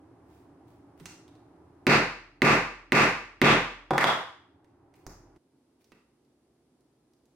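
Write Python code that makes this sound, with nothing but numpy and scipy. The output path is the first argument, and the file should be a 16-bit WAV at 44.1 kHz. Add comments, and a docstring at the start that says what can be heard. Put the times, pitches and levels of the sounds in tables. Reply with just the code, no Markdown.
"""Leatherwork in a bare, echoing room. Over soft room noise, fingers brush leather and pick up a mallet. Four
blows of the plastic mallet drive a steel hole punch through the leather and shake the workbench. A limiter
squashes each crack and lets go quickly, so the room swells up behind every blow; its last few dB come back
slowly. The mallet is put down with a clatter, then the punch. The scene changes: over quieter room noise,
scissors tick and snip quietly."""
import sys
import numpy as np
from scipy import signal
from scipy.fft import rfft, irfft
from scipy.io import wavfile
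from scipy.ndimage import uniform_filter1d, minimum_filter1d

SR = 44100
rng = np.random.default_rng(int(sys.argv[2]) if len(sys.argv) > 2 else 0)


def dump_mix(stems):
    """Bounce the given channels to the path in sys.argv[1] as a 16-bit WAV at rate SR."""
    frames = np.atleast_2d(stems).T  # one column per channel
    limited = np.clip(frames, -1, 1)  # hard clip at full scale
    pcm = np.round(limited * 32767).astype(np.int16)
    wavfile.write(sys.argv[1], SR, pcm)


N = 324540
TIME = np.arange(N) / SR
TAPS = 4096  # samples in a contact pulse or an echo
TAP_HZ = np.fft.rfftfreq(TAPS, 1 / SR)


def amp(db):
    """Decibels to gain."""
    return 10 ** (np.asarray(db) / 20)


def pan(right_db):
    """Left and right gains, right_db apart."""
    return amp(right_db * np.array([[-.5], [.5]]))


def unit_rms(x):
    """Scales to rms 1."""
    return x / np.sqrt(np.mean(x ** 2) + 1e-20)


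def curve(points, hz):
    """Reads a table on a log-frequency axis."""
    f, value = np.transpose(points)
    return np.interp(np.log(hz + 1), np.log(f + 1), value)


def add(track, s, sound):
    """Mixes a sound in at time s."""
    part = track[round(s * SR):][:len(sound)]
    part += sound[:len(part)]


def through(x, response):
    """Convolves along time and keeps N samples."""
    return signal.fftconvolve(np.atleast_2d(x), np.atleast_2d(response), axes=1)[:, :N]


def diffuse(size):
    """Stereo noise arriving from all sides: alike in the bass, wide in the treble."""
    # Likeness of left and right: f/Hz, correlation
    likeness = [(120, 1), (250, 0.98), (500, .82), (1000, 0.59), (2000, .42), (4000, -0.15), (15000, -0.17)]
    mid, side = rfft(rng.standard_normal((2, size)))
    alike = np.clip(curve(likeness, np.fft.rfftfreq(size, 1 / SR)), -1, 1)
    mid, side = mid * np.sqrt((1 + alike) / 2), side * np.sqrt((1 - alike) / 2)
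    return irfft(np.array([mid + side, mid - side]), size)


def hiss(tone):
    """Steady diffuse noise of a given colour, at rms 1."""
    colour = amp(curve(tone, np.fft.rfftfreq(N, 1 / SR)))
    return unit_rms(irfft(rfft(diffuse(N)) * colour, N))


def air(tone, db):
    """The room's soft steady noise."""
    return hiss(tone) * amp(db) * pan(1.0)


def hum(waver_hz=0.76):
    """Faint low tones, each wavering in pitch."""
    # Hum tones: f/Hz, level/dB
    tones = [(113, -71), (167, -78), (280, -74)]
    drifts = waver_hz * unit_rms(uniform_filter1d(rng.standard_normal((len(tones), N)), size=8000))
    return sum(amp(db) * np.sqrt(2) * np.sin(2 * np.pi * np.cumsum(hz + drift) / SR)
               for (hz, db), drift in zip(tones, drifts))


def room(build_s=0.029, scatter_s=0.006):
    """The room's response: scattered near echoes, then a dense tail that builds and dies band by band."""
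    # Reverb time: f/Hz, t60/s
    decay = [(80, 0.45), (300, 0.37), (1000, 0.5), (2500, 0.49), (5000, 0.5), (9000, 0.45), (15000, 0.36)]
    # Echoes off the nearest surfaces: delay/s, level/dB
    echoes = [(.0037, -7), (.009, -13.5), (.016, -20), (.029, -10.5)]
    hz, t, bands = signal.stft(diffuse(SR), SR, nperseg=256)
    fade = 1000 ** (-t / curve(decay, hz)[:, None])
    tail = signal.istft(bands * fade, SR, nperseg=256)[1][:, :SR]
    tail *= 1 - np.exp(-(TIME[:SR] / build_s) ** 2)
    tail /= np.sqrt((tail ** 2).sum(1).mean())
    for delay, db in echoes:
        scatter = diffuse(TAPS) * np.exp(-TIME[:TAPS] / scatter_s)
        for ear, echo in zip(tail, scatter):
            add(ear, delay, amp(db) * echo / np.linalg.norm(echo))
    return tail * pan(0.3)


def rubbing(walls, grain_db=4):
    """Fingers and blades slide over leather in short strokes of grainy friction noise."""
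    # Strokes: t/s, length/s, level/dB
    rubs = [(0.217, 0.23, -74.5), (0.65, 0.089, -74), (0.963, 0.074, -68), (4.95, 0.024, -62),
            (5.788, 0.057, -75.5)]
    # Friction colour: f/Hz, level/dB
    tone = [(300, -8), (2200, 7), (6000, -1), (15000, -1.5)]
    strokes = np.zeros(N)
    for s, length, db in rubs:
        add(strokes, s, amp(db) * np.hanning(round(length * SR)))
    roughness = unit_rms(uniform_filter1d(rng.standard_normal(N), size=130))
    grains = unit_rms(amp(grain_db * roughness))
    rub = hiss(tone) * grains * strokes
    return rub + amp(0.5) * through(rub, walls)


def click(db):
    """The sharpest causal pulse that has this spectrum."""
    log_gain = np.log(amp(np.r_[db, db[-2:0:-1]]))
    return np.fft.ifft(np.exp(np.conj(signal.hilbert(log_gain)))).real


def ring(modes):
    """A struck body: decaying sines of alternating sign, each level setting a spectral peak."""
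    t = TIME[:SR]
    out = np.zeros(SR)
    for k, (hz, db, t60) in enumerate(modes):
        damping = np.log(1000) / t60
        strength = (-1) ** k * amp(db) * 2 * damping / SR
        out += strength * np.exp(-damping * t) * np.sin(2 * np.pi * hz * t)
    return out


def crunch(grit_db, decay_s, low_cut_hz):
    """A contact pulse with grit behind it: smeared over a few ms, yet of even spectrum."""
    bright_noise = irfft(rfft(rng.standard_normal(TAPS)) * TAP_HZ / np.hypot(TAP_HZ, low_cut_hz))
    grit = bright_noise * np.exp(-TIME[:TAPS] / decay_s)
    force = 1 + amp(grit_db) * rfft(grit) / np.linalg.norm(grit)
    colour = rfft(click(20 * np.log10(abs(force) + 1e-6)))
    return irfft(force / colour)


def dispersed(x):
    """Bending waves are slower in the bass, so a pulse leaves the bench as a short falling chirp."""
    lag_s = .0012 / (1 + np.fft.rfftfreq(N, 1 / SR) / 2500)
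    return irfft(rfft(x) * np.exp(-2j * np.pi * np.cumsum(lag_s) * SR / N), N)


def knocks(rows, tone, modes, treble_hz, crunch_db, crunch_s, sway_db, crunch_hz=500, spot_octaves=0.24):
    """Each contact clicks, rings the tool and shakes the bench. Returns tool sound and bench thud."""
    # Modes of the bench, and its rocking on its legs: f/Hz, level/dB, t60/s
    bench = [(82, -2, .35), (104, -3, .35), (133, 2, .3), (146, 11, .36), (168, 2, .33), (195, -1, .33),
             (243, 7, .28), (285, 6, .16), (325, 6, .16), (365, 6, .2), (395, 7, .22), (440, 2, .33),
             (514, -3, .3)]
    sway = [(41, 3.3, 1)]
    shelf = 1 - 1 / (1 + (TAP_HZ / treble_hz) ** 2) ** 2
    tool, thud = np.zeros(N), np.zeros(N)
    tool_ring = ring(modes)
    bench_ring = ring(bench) + amp(sway_db) * ring(sway)
    # Thud, treble and ring are relative to the level; the spot is the struck place's broad resonance.
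    for s, db, thud_db, treble_db, ring_db, spot_hz, spot_db in rows:
        force = crunch(crunch_db, crunch_s, crunch_hz)
        spot = np.exp(-(np.log2((TAP_HZ + 1) / spot_hz) / spot_octaves) ** 2)
        sound = amp(ring_db) * tool_ring
        add(sound, 0, click(curve(tone, TAP_HZ) + treble_db * shelf + spot_db * spot))
        add(tool, s, amp(db) * signal.fftconvolve(sound, force))
        add(thud, s, amp(db + thud_db) * bench_ring)
    return dispersed(tool), thud


def placed(tool, thud, walls, direct_db, right_db):
    """The direct sound, a little off centre, with the room's answer and the bench underneath."""
    return tool * amp(direct_db) * pan(right_db) + through(tool, walls) + thud


def light_touches(ticks, gain_db, thud_db, ring_db, spot_db, even_hz=2500, thin_db_per_octave=0):
    """Knock rows for light ticks. On thin blades, the higher ones have less body under their treble."""
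    rows = []
    for s, db, hz in ticks:
        thin_db = thin_db_per_octave * np.log2(hz / even_hz)
        rows.append((s, db + gain_db - thin_db, thud_db, thin_db, ring_db, hz, spot_db))
    return rows


def scissors(walls):
    """The blades tick against each other and close in one snip."""
    # Blade ticks: t/s, level/dB, f/Hz
    blade_ticks = [(5.8194, -61.5, 4460), (5.8433, -50, 5700), (6.2494, -63, 4580), (6.8074, -59, 9610),
                   (7.1347, -57, 5560), (7.2554, -55.5, 7130)]
    # The snip: t/s, level/dB, thud/dB, treble/dB, ring/dB, spot/Hz, spot lift/dB
    snip = [(5.919, -11, -7, -11, -3, 2540, 2)]
    # Contact colour: f/Hz, level/dB
    tone = [(80, -11), (300, 4), (650, -9.5), (1300, -6), (2700, -10), (4500, -10.5), (9000, -20),
            (16000, -24)]
    # Blade modes: f/Hz, level/dB, t60/s
    blades = [(1246, -11, 0.044), (1920, 0.5, 0.033), (2680, -7, 0.023)]
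    ticks = light_touches(blade_ticks, gain_db=25.5, thud_db=-7, ring_db=-7, spot_db=5.5,
                          thin_db_per_octave=18)
    sound = knocks(snip + ticks, tone, blades, treble_hz=3060, crunch_db=7.5, crunch_s=0.0087, sway_db=-22)
    return amp(-3.5) * placed(*sound, walls, direct_db=2.5, right_db=5.0)


def handling(walls):
    """The mallet knocks as it is picked up; the punch ticks as it shifts in the fingers."""
    # Mallet pick-up: t/s, level/dB, thud/dB, treble/dB, ring/dB, spot/Hz, spot lift/dB
    pick_up = [(0.999, -19, 16.4, -6, -4, 169, 38), (1.0565, -18, 11, 9, 25, 6700, 6.8)]
    # Punch ticks: t/s, level/dB, f/Hz
    punch_ticks = [(1.2793, -49, 3540), (1.3524, -55.5, 4000), (4.6444, -52, 1860), (4.9393, -47.5, 2140),
                   (5.3614, -54.5, 1940)]
    # Contact colour: f/Hz, level/dB
    tone = [(80, 2.5), (350, -24.5), (600, -1), (1500, -2), (5000, -8), (7000, -12.5), (9000, -11.5),
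            (11000, -19), (16000, -23)]
    # Tool steel modes: f/Hz, level/dB, t60/s
    steel = [(2780, -14, .04), (4030, -20, .03), (6230, -16, .025), (7330, -20, .02)]
    ticks = light_touches(punch_ticks, gain_db=18, thud_db=0, ring_db=8, spot_db=8.5)
    sound = knocks(pick_up + ticks, tone, steel, treble_hz=1510, crunch_db=9, crunch_s=0.013, sway_db=-13)
    return placed(*sound, walls, direct_db=2.5, right_db=5.5)


def punch_set_down(walls):
    """The punch lands with a clink of its shank and rocks the bench."""
    # Landing: t/s, level/dB, thud/dB, treble/dB, ring/dB, spot/Hz, spot lift/dB
    landing = [(5.0655, 3.7, -1.3, 0, 0, 5800, 3.2)]
    # Contact colour: f/Hz, level/dB
    tone = [(40, -5), (110, 3.5), (300, -18.5), (500, -11), (800, -8.5), (1800, -16.5), (3200, -32),
            (4200, -25.5), (5000, -19), (6500, -18.5), (8500, -30.5), (16000, -29.5)]
    # Shank modes: f/Hz, level/dB, t60/s
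    shank = [(5200, -21, .04), (6200, -12.5, 0.036)]
    sound = knocks(landing, tone, shank, treble_hz=1500, crunch_db=8, crunch_s=0.007, sway_db=17.5)
    return placed(*sound, walls, direct_db=1, right_db=5.0)


def mallet_clatter(walls, spot_db=8, soft_hz=1200, rebound_s=0.0058, dull_db=-13):
    """The mallet lands head first, then on its handle. Soft, low contacts shake the bench most."""
    # Landings: t/s, level/dB, treble/dB, ring/dB, f/Hz
    landings = [(3.9068, 32, -13, -14, 725), (3.9345, 23.5, -10.5, -17, 825), (3.9797, 32, 3.5, -14, 1940),
                (4.0102, 17.5, 3, -17, 2300), (4.0418, 37.5, -2.5, -3.5, 3496)]
    # Contact colour: f/Hz, level/dB
    tone = [(50, -28), (150, -17), (400, -10.5), (620, -5.5), (1150, -4), (1800, -9), (2600, -16),
            (4200, -24.5), (6500, -30.5), (16000, -43.5)]
    # Mallet modes: f/Hz, level/dB, t60/s
    modes = [(1125, -4, 0.14), (1800, -11.5, 0.053), (3348, -7, 0.024), (3717, -19, 0.022),
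             (4880, -18, 0.036)]
    rows = []
    for s, db, treble_db, ring_db, hz in landings:
        thud_db = -10 - 3 * np.log2(hz / soft_hz)
        rows.append((s, db, thud_db, treble_db, ring_db, hz, spot_db))
        if hz < soft_hz:  # soft contacts touch twice, the second time duller
            dulled = (thud_db + dull_db, treble_db + dull_db, ring_db + dull_db)
            rows.append((s + rebound_s, db + 1, *dulled, hz, spot_db))
    sound = knocks(rows, tone, modes, treble_hz=1703, sway_db=-27.5,
                   crunch_db=8, crunch_s=0.0034, crunch_hz=1500)
    return placed(*sound, walls, direct_db=-1.5, right_db=0.5)


def mallet_blows(walls, right_db=2.5, cut_s=0.0004):
    """The mallet hits the punch; once its edge is through the leather and on the board, it clacks."""
    # Blows: t/s, level/dB, thud/dB, treble/dB, ring/dB, spot/Hz, spot lift/dB
    blows = [(1.8677, 40.5, 0.5, -2, -33.5, 4430, 5), (2.4191, 43, 1, -2, -4.5, 2400, 0),
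             (2.9209, 42, -1, 0, -5, 2300, 0), (3.4159, 44, 1, -3, -7, 3400, 7.5)]
    # Contact colour, and the direct sound against what enters the room: f/Hz, level/dB
    tone = [(40, -25.5), (80, -11), (140, -3), (260, 1.5), (420, 2), (650, -3), (1200, -2), (1650, -1),
            (2100, -0.5), (2650, -1.5), (3050, -14), (4500, -17), (6500, -22.5), (10000, -33.5),
            (16000, -39.5)]
    beam = [(100, 3), (300, -1), (650, -17), (1000, -14), (1600, -5.5), (2050, -4), (2700, -2.5),
            (4300, -6.5), (6000, -8.5), (15000, 0)]
    # Punch modes, and its shank bending, beamed sideways at the microphone: f/Hz, level/dB, t60/s
    modes = [(1197, 1, .04), (2720, -13, .02), (4370, -23.5, .02)]
    clack = [(1980, 13, 0.0062), (2120, 13, .0055), (4300, -8, 0.005)]
    tool, thud = knocks(blows, tone, modes, treble_hz=1400, sway_db=-4,
                        crunch_db=9, crunch_s=0.0023, crunch_hz=7050)
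    direct = through(tool, click(curve(beam, TAP_HZ)))[0]
    for s, db, _, _, ring_db, _, _ in blows:
        add(direct, s + cut_s, amp(db + ring_db) * ring(clack))
    return direct * pan(right_db) + through(tool, walls) + thud


def scene(switch_s=5.377):
    """Punching, then a quick crossfade to scissors over quieter air, in the same room."""
    # Room noise colour under each job: f/Hz, level/dB
    punching_air = [(25, -17.5), (50, -21.5), (80, 1), (110, -2), (170, -6), (220, -12), (280, 2.5),
                    (350, 1), (500, -13.5), (800, -9.5), (1100, -16), (2000, -29), (3300, -40.5),
                    (8000, -61.5)]
    cutting_air = [(25, -42), (60, -8), (105, -13.5), (135, -4), (190, -11), (255, -1), (360, -4),
                   (560, -15), (850, -18), (1400, -26.5), (2500, -36), (8000, -73)]
    walls = room()
    tools = mallet_blows(walls) + mallet_clatter(walls) + handling(walls) + punch_set_down(walls)
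    punching = tools + air(punching_air, db=-56.5) + hum()
    cutting = scissors(walls) + air(cutting_air, db=-68.5)
    fade = uniform_filter1d((TIME > switch_s) * 1., size=128)
    return (1 - fade) * punching + fade * cutting + rubbing(walls)


def held(over_db, db_per_s):
    """Follows each peak at once and sinks back at a steady rate."""
    recovery = TIME * db_per_s
    return np.maximum.accumulate(over_db + recovery) - recovery


def record(dry, ceiling_db=-5.5, linger_db=9.0, hiss_db=-81.5, low_pass_hz=16200):
    """Microphone hiss, a peak limiter that recovers quickly but for its last few dB, then a low-pass."""
    # Microphone hiss colour: f/Hz, level/dB
    mic_tone = [(100, -9), (3000, 1.5), (5000, 2), (7000, -1.5), (10500, 1), (13000, -10.5), (16000, -16)]
    x = dry + amp(hiss_db) * hiss(mic_tone)
    over_db = np.maximum(20 * np.log10(abs(x).max(0) + 1e-9) - ceiling_db, 0)
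    fast_db = held(over_db, db_per_s=125)
    slow_db = held(np.minimum(over_db, linger_db), db_per_s=5.5)
    gain_db = -np.maximum(fast_db, slow_db)
    gain_db = uniform_filter1d(minimum_filter1d(gain_db, size=65), size=65)  # duck just ahead of a peak
    low_pass = signal.firwin(511, low_pass_hz, window=("kaiser", 9), fs=SR)
    return signal.oaconvolve(x * amp(gain_db), low_pass[None], "same", axes=1)


dry = scene()
out = record(dry)
dump_mix(out)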